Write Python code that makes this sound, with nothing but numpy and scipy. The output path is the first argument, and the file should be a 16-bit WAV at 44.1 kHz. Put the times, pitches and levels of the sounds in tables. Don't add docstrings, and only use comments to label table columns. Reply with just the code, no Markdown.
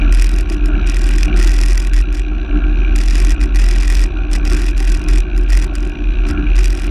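import sys
import numpy as np
from scipy import signal
from scipy.fft import rfft, irfft, next_fast_len
from scipy.io import wavfile
from scipy.ndimage import uniform_filter1d, map_coordinates

SR = 44100
rng = np.random.default_rng(int(sys.argv[2]) if len(sys.argv) > 2 else 0)


def output_pcm(signal):
    pcm = np.clip(np.atleast_2d(signal).T, -1, 1) * 32767
    wavfile.write(sys.argv[1], SR, np.round(pcm).astype(np.int16))


N = 304290

# time in seconds, links a second.
CHAIN_SPEED = [(0, 63.5), (.45, 67), (.8, 63.3), (1.35, 69), (2.3, 60.3), (2.75, 66.4), (3.35, 62.4),
               (4.1, 61.5), (5.1, 64), (5.9, 57.3), (6.4, 64.5), (6.9, 68)]
# centre in seconds, relative level in dB.
CRANK_PUSHES = [(0.0, -33), (0.23, -36), (0.87, -33), (1.1, -35.5), (1.31, -35.5), (1.58, -45.5),
                (1.94, -43.5), (2.86, -35.5), (3.18, -37.5), (3.77, -36), (4.0, -39.5), (4.6, -39.5),
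                (5.1, -39), (5.55, -44), (6.2, -37.5), (6.55, -35), (6.9, -34)]
# time in seconds, relative level in dB.
LINK_SNAPS = [(0.02, -11.5), (0.7532, -17), (0.833, -19), (1.281, -16), (1.328, -12), (2.511, -19.5),
              (2.6398, -17.5), (2.8477, -15.5), (6.375, -16), (6.4674, -15.5)]
# start and length in seconds, relative drone and tyre rush levels in dB.
ROUGH_PATCHES = [(0.015, 0.051, -23.5, -37.5), (0.307, 0.29, -30.5, -53), (0.704, .1, -23.5, -40),
                 (1.037, 0.063, -27, -38), (1.294, 0.054, -22, -37.5), (2.339, 0.048, -29, -56),
                 (2.562, 0.072, -23.5, -35.5), (2.817, 0.12, -27.5, -41.5), (3.169, 0.26, -28, -47),
                 (3.82, 0.026, -29.5, -45), (4.178, 0.06, -28.5, -51), (4.458, 0.079, -24, -41.5),
                 (5.03, 0.05, -27, -45), (5.327, 0.055, -30, -48), (5.708, 0.013, -27, -59),
                 (6.301, 0.1, -21.5, -36.5), (6.875, 0.033, -27.5, -46)]
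# start and end in seconds, relative swing and chatter levels in dB
MOUNT_SHAKES = [(0.04, 0.106, -8, None), (0.124, 0.269, -7.5, -32), (0.289, 0.415, -12, -37.5),
                (0.49, 0.54, -10.5, -37.5), (0.641, 0.678, -10.5, -42), (0.704, 0.824, -11.5, None),
                (0.863, 1.254, -10.5, -35.5), (1.358, 1.79, -8, -32.5), (1.798, 1.878, -13, -37),
                (1.934, 2.006, -8.5, -35.5), (2.126, 2.198, -13, -38.5), (2.27, 2.417, -17, None),
                (2.52, 2.572, -9.5, None), (2.659, 2.953, -10, None), (2.955, 3.327, -8.5, -33.5),
                (3.403, 3.439, -11.5, -35), (3.547, 4.048, -8.5, -33.5), (4.15, 4.239, -17, None),
                (4.314, 4.36, -7.5, -32.5), (4.449, 4.698, -11, -34.5), (4.765, 4.95, -9.5, -35),
                (4.959, 5.04, -24, -45.5), (5.079, 5.187, -8.5, -33.5), (5.347, 5.433, -10.5, -50.5),
                (5.485, 5.642, -8.5, -33), (5.737, 5.903, -18, -47), (6.022, 6.084, -11.5, None),
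                (6.189, 6.257, -8.5, None), (6.267, 6.31, -12.5, -39), (6.35, 6.38, -12, None),
                (6.488, 6.545, -9, None), (6.555, 6.674, -8.5, -34), (6.694, 6.913, -15.5, -39)]
# time in seconds, relative level in dB.
HARD_SLAPS = [(0.222, -9), (0.2436, -12), (0.6585, -18), (0.8978, -12.5), (1.1835, -14), (1.2315, -11),
              (1.4272, -9.5), (1.4748, -10), (1.6136, -11), (1.6608, -12.5), (1.9347, -15.5), (2.9604, -13),
              (3.3063, -12.5), (3.5589, -13), (3.687, -11.5), (3.952, -11), (4.3326, -12), (4.5065, -18),
              (4.533, -13.5), (4.9193, -14), (5.0858, -14.5), (5.2039, -18), (5.3778, -21), (5.6246, -18.5),
              (5.7538, -17), (6.6432, -12.5)]

# frequency in Hz, relative level in dB.
CHAIN_TONE = [(300, -8.5), (1200, -18.5), (2000, -17.5), (2600, -11.5), (3200, -16.5), (4100, -22),
              (4800, -33), (6500, -40), (10000, -51.5), (16000, -63.5)]
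SPROCKET_TONE = [(300, -51), (1600, -29.5), (2500, 11.5), (3500, -9), (4500, -29), (7000, -64.5)]
FRAME_TONE = [(25, -22), (50, 8.5), (68, 10), (100, -7), (200, -5), (260, -13.5), (390, -12.5), (450, -25),
              (700, -21.5), (850, -30.5), (1000, -39.5), (1250, -33), (1700, -39.5), (4000, -103.5)]
BOOM_TONE = [(60, -25.5), (140, 1), (240, -5.5), (260, -9.5), (310, 2), (420, -35), (1100, -50),
             (4000, -101)]
RIM_TONE = [(300, -32), (1000, -28.5), (1400, 0), (1800, -31), (4000, -69.5)]
TYRE_TONE = [(300, -18), (1100, -25.5), (1500, 8), (1850, -13.5), (3000, -5), (4500, -35), (7000, -40),
             (12000, -37.5), (16000, -62)]
LOOSE_TONE = [(150, -10.5), (500, -3), (1200, -3), (2200, -3.5), (4300, -6.5), (6500, -9), (10500, -10),
              (12300, -26), (15000, -25.5), (16000, -42)]
# centre in Hz, width in Hz, lift above the broad tone in dB.
CHAIN_PEAKS = [(2480, 135, 12), (2737, 153, 7.1), (3490, 160, 3.2), (3905, 136, 9.3), (5890, 300, 18.3)]
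SPROCKET_PEAKS = [(2328, 130, 14.3), (2817, 66, 10.3)]
FRAME_PEAKS = [(106, 6.5, 9), (233.1, 8, 10), (296.7, 23.5, 16.6), (356.9, 42, 13.4), (626, 52, 5.1),
               (703, 54, 5), (776, 31.5, 12), (922, 31, 14), (1105, 134, 18.8)]
BOOM_PEAKS = [(220, 6.9, 2.5), (296.3, 27, 12.7)]
RIM_PEAKS = [(1384, 160, 8.5)]
TYRE_PEAKS = [(1320, 17, 6.2), (1650, 284, 16.5)]
LOOSE_PEAKS = [(1905, 187, 11.6), (2493, 355, 8.4), (3406, 74, 6.2), (4930, 280, 6.9), (5610, 780, 8.8),
               (7060, 250, 6.4), (8170, 400, 5.5), (11600, 270, 6.1), (13230, 700, 8.7), (14750, 500, 5)]

IDLE_SWING_DB = -21
TIME = np.arange(N) / SR


def amp(db):
    return 10 ** (np.asarray(db) / 20)


def unit(x):
    return x / np.sqrt(np.mean(x ** 2) + 1e-20)


def steady(x, span_s=.14):
    size = int(span_s * SR)
    power = uniform_filter1d(uniform_filter1d(x ** 2, size), size // 2 + 1)
    return x / np.sqrt(np.abs(power) + 1e-9)


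def wobble(rate):
    return map_coordinates(rng.standard_normal(int(N * rate / SR) + 4), [TIME * rate])


def one_pole(x, kind, hz):
    return signal.lfilter(*signal.butter(1, hz, kind, fs=SR), x)


def body(x, tone, peaks):
    size = next_fast_len(N + SR // 2)
    size += size % 2
    hz = np.fft.rfftfreq(size, 1 / SR)
    tone_hz, tone_db = np.transpose(tone)
    response_db = np.interp(np.log(hz + 1), np.log(tone_hz), tone_db)
    for centre, width, lift in peaks:
        response_db += lift / (1 + ((hz - centre) / width) ** 2) ** 2
    cepstrum = irfft(np.log(amp(response_db)))
    cepstrum[1:size // 2] *= 2
    cepstrum[size // 2 + 1:] = 0
    return unit(irfft(rfft(x, size) * np.exp(rfft(cepstrum)))[:N])


def taps(cycles, phase, scatter, spread_db):
    timing, strength = rng.standard_normal((int(cycles[-1]), 2)).T
    at = np.searchsorted(cycles, np.arange(len(timing)) + phase + scatter * timing)
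    return np.bincount(at, amp(spread_db * np.clip(strength, -2, 1.7)), N + 1)[:N]


def strikes(rows, gain_db):
    times, db = np.transpose(rows)
    return np.bincount((times * SR).astype(int), amp(db + gain_db), N)


def scrape(hits, t60):
    fade = amp(-120 / (t60 * SR))
    power = signal.lfilter([1 - fade], [1, -fade], hits ** 2)
    return np.sqrt(np.abs(power)) * rng.standard_normal(N)


def crank_pull(half_push_s=.081, slack_db=-37.5):
    swells = sum(amp(db) ** 2 * np.exp(-((TIME - at) / half_push_s) ** 2) for at, db in CRANK_PUSHES)
    return 10 * np.log10(amp(slack_db) ** 2 + swells)


def chain(slide_db=-2, ring_db=-7, rub_db=-15, sharpness=1.53, uneven_db=2.5, bite=.15):
    links = np.cumsum(np.interp(TIME, *np.transpose(CHAIN_SPEED))) / SR
    pull_db = crank_pull()
    link_angle = 2 * np.pi * (links + .055 * wobble(60))
    meshing = np.exp(sharpness * (np.cos(link_angle) - 1))
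    friction = (meshing * amp(uneven_db * wobble(70)) + amp(rub_db)) * rng.standard_normal(N)
    slide = amp(pull_db + slide_db) * body(friction, CHAIN_TONE, CHAIN_PEAKS)
    seating = unit(taps(links, phase=-.1162, scatter=.035, spread_db=.5))
    seating *= amp(pull_db + ring_db + bite * (pull_db - pull_db.mean()))
    seating += strikes(LINK_SNAPS, gain_db=12)
    return slide + np.std(seating) * body(seating, SPROCKET_TONE, SPROCKET_PEAKS)


def road_levels(smooth_frame_db=-29, smooth_tyre_db=-42, rise_s=.11, t60=1):
    frame_power, tyre_power = amp(smooth_frame_db) ** 2, amp(smooth_tyre_db) ** 2
    for start, length, frame_db, tyre_db in ROUGH_PATCHES:
        rise = np.clip(1 + (TIME - start) / rise_s, 0, 1)
        swell = rise * amp(-60 * np.maximum(TIME - start - length, 0) / t60)
        frame_power += (amp(frame_db) * swell) ** 2
        tyre_power += (amp(tyre_db) * swell) ** 2
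    return 10 * np.log10(frame_power) + .57 * wobble(13), 10 * np.log10(tyre_power) + 1.15 * wobble(14)


def asphalt_grain(grit_db=2.5):
    return amp(grit_db * wobble(140)) * rng.standard_normal(N)


def rolling(drone_db=2.32, rush_db=-1.5, boom_db=-4, rim_db=-16, rough_db=-22):
    frame_db, tyre_db = road_levels()
    roughness_db = frame_db - rough_db
    boom = amp(boom_db + 1.46 * roughness_db) * body(asphalt_grain(), BOOM_TONE, BOOM_PEAKS)
    rim = amp(frame_db + rim_db + .5 * roughness_db) * body(asphalt_grain(), RIM_TONE, RIM_PEAKS)
    drone = amp(frame_db + drone_db) * steady(body(asphalt_grain(), FRAME_TONE, FRAME_PEAKS) + boom)
    rush = amp(tyre_db + rush_db) * body(asphalt_grain(), TYRE_TONE, TYRE_PEAKS)
    return drone + rim + rush


def mount_swing(wide_hz=41.46, narrow_hz=45.1, wander_hz=.8, least_db=-23, rise_s=.045, fall_s=.05):
    width = np.full(N, amp(least_db))
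    for start, end, db, _ in MOUNT_SHAKES:
        ramp = np.clip(np.minimum(1 + (TIME - start) / rise_s, 1 - (TIME - end) / fall_s), 0, 1)
        width = np.maximum(width, amp(db) * np.sin(np.pi / 2 * ramp) ** 2)
    hz = wide_hz + (narrow_hz - wide_hz) * (1 - width / width.max()) + wander_hz * wobble(12)
    idle = amp(IDLE_SWING_DB) * (unit(wobble(24)) + 1j * unit(wobble(24))) / np.sqrt(2)
    return width + idle, np.cumsum(hz) / SR


def mount_throb(sway, cycles, travel_db=-5):
    held = sway / (1 + np.abs(sway / amp(travel_db)) ** 4) ** (1 / 4)
    return np.sqrt(2) * np.real(held * np.exp(2j * np.pi * cycles))


def rattle(width, cycles, gain_db=2, skip_db=-6.5, rebound_db=-5, snap_db=-4, loud_db=-34,
           slap_t60=.094, light_t60=.048):
    slaps = taps(cycles, phase=.26, scatter=.02, spread_db=2.6)
    skips = sum(taps(cycles, phase=-.05, scatter=.1, spread_db=3.5) for _ in range(3))
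    rebounds = taps(cycles, phase=.38, scatter=.056, spread_db=5)
    light = amp(skip_db) * scrape(skips, t60=.022) + amp(rebound_db) * scrape(rebounds, t60=.034)
    light = one_pole(light, "low", hz=8500)
    slaps = one_pole(amp(snap_db) * slaps + scrape(slaps, t60=.0093), "high", hz=1300)
    throw = (width + amp(IDLE_SWING_DB)) ** .43
    bouts = np.zeros(N)
    for start, end, _, db in MOUNT_SHAKES:
        if db is None:
            continue
        since_end = np.maximum(TIME - end, 0)
        slap_gain = amp(-60 * since_end / slap_t60)
        light_gain = amp(.5 * (db - loud_db) - 60 * since_end / light_t60)
        bout = throw * (TIME >= start) * (slap_gain * slaps + light_gain * light)
        bouts += amp(db + gain_db) * bout / np.std(bout[int(start * SR):int(end * SR)])
    return bouts


def chatter(width, cycles, crack=.38, dip_depth=.5, dip_s=.0062):
    bouts = rattle(width, cycles)
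    hard = strikes(HARD_SLAPS, gain_db=13.5)
    hard = one_pole(crack * hard + scrape(hard, t60=.012), "high", hz=2400)
    slap_times = np.transpose(HARD_SLAPS)[0]
    midpoints = (slap_times[1:] + slap_times[:-1]) / 2
    from_slap = TIME - slap_times[np.searchsorted(midpoints, TIME)]
    blows = hard + bouts * (1 - dip_depth * np.exp(-(from_slap / dip_s) ** 2))
    return np.std(blows) * body(blows, LOOSE_TONE, LOOSE_PEAKS)


def scene():
    sway, cycles = mount_swing()
    return (mount_throb(sway, cycles) + chatter(np.abs(sway), cycles) + rolling() + chain())[None]


def record(dry, ceiling=.85, low_cut_hz=30, top_hz=16000):
    rounded = dry / (1 + np.abs(dry / ceiling) ** 10) ** (1 / 10)
    size = next_fast_len(N + SR // 2)
    hz = np.fft.rfftfreq(size, 1 / SR)
    band = (hz < top_hz) / np.sqrt(1 + (low_cut_hz / (hz + 1)) ** 10)
    return irfft(rfft(rounded, size) * band, size)[..., :N]


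dry = scene()
out = record(dry)
output_pcm(out)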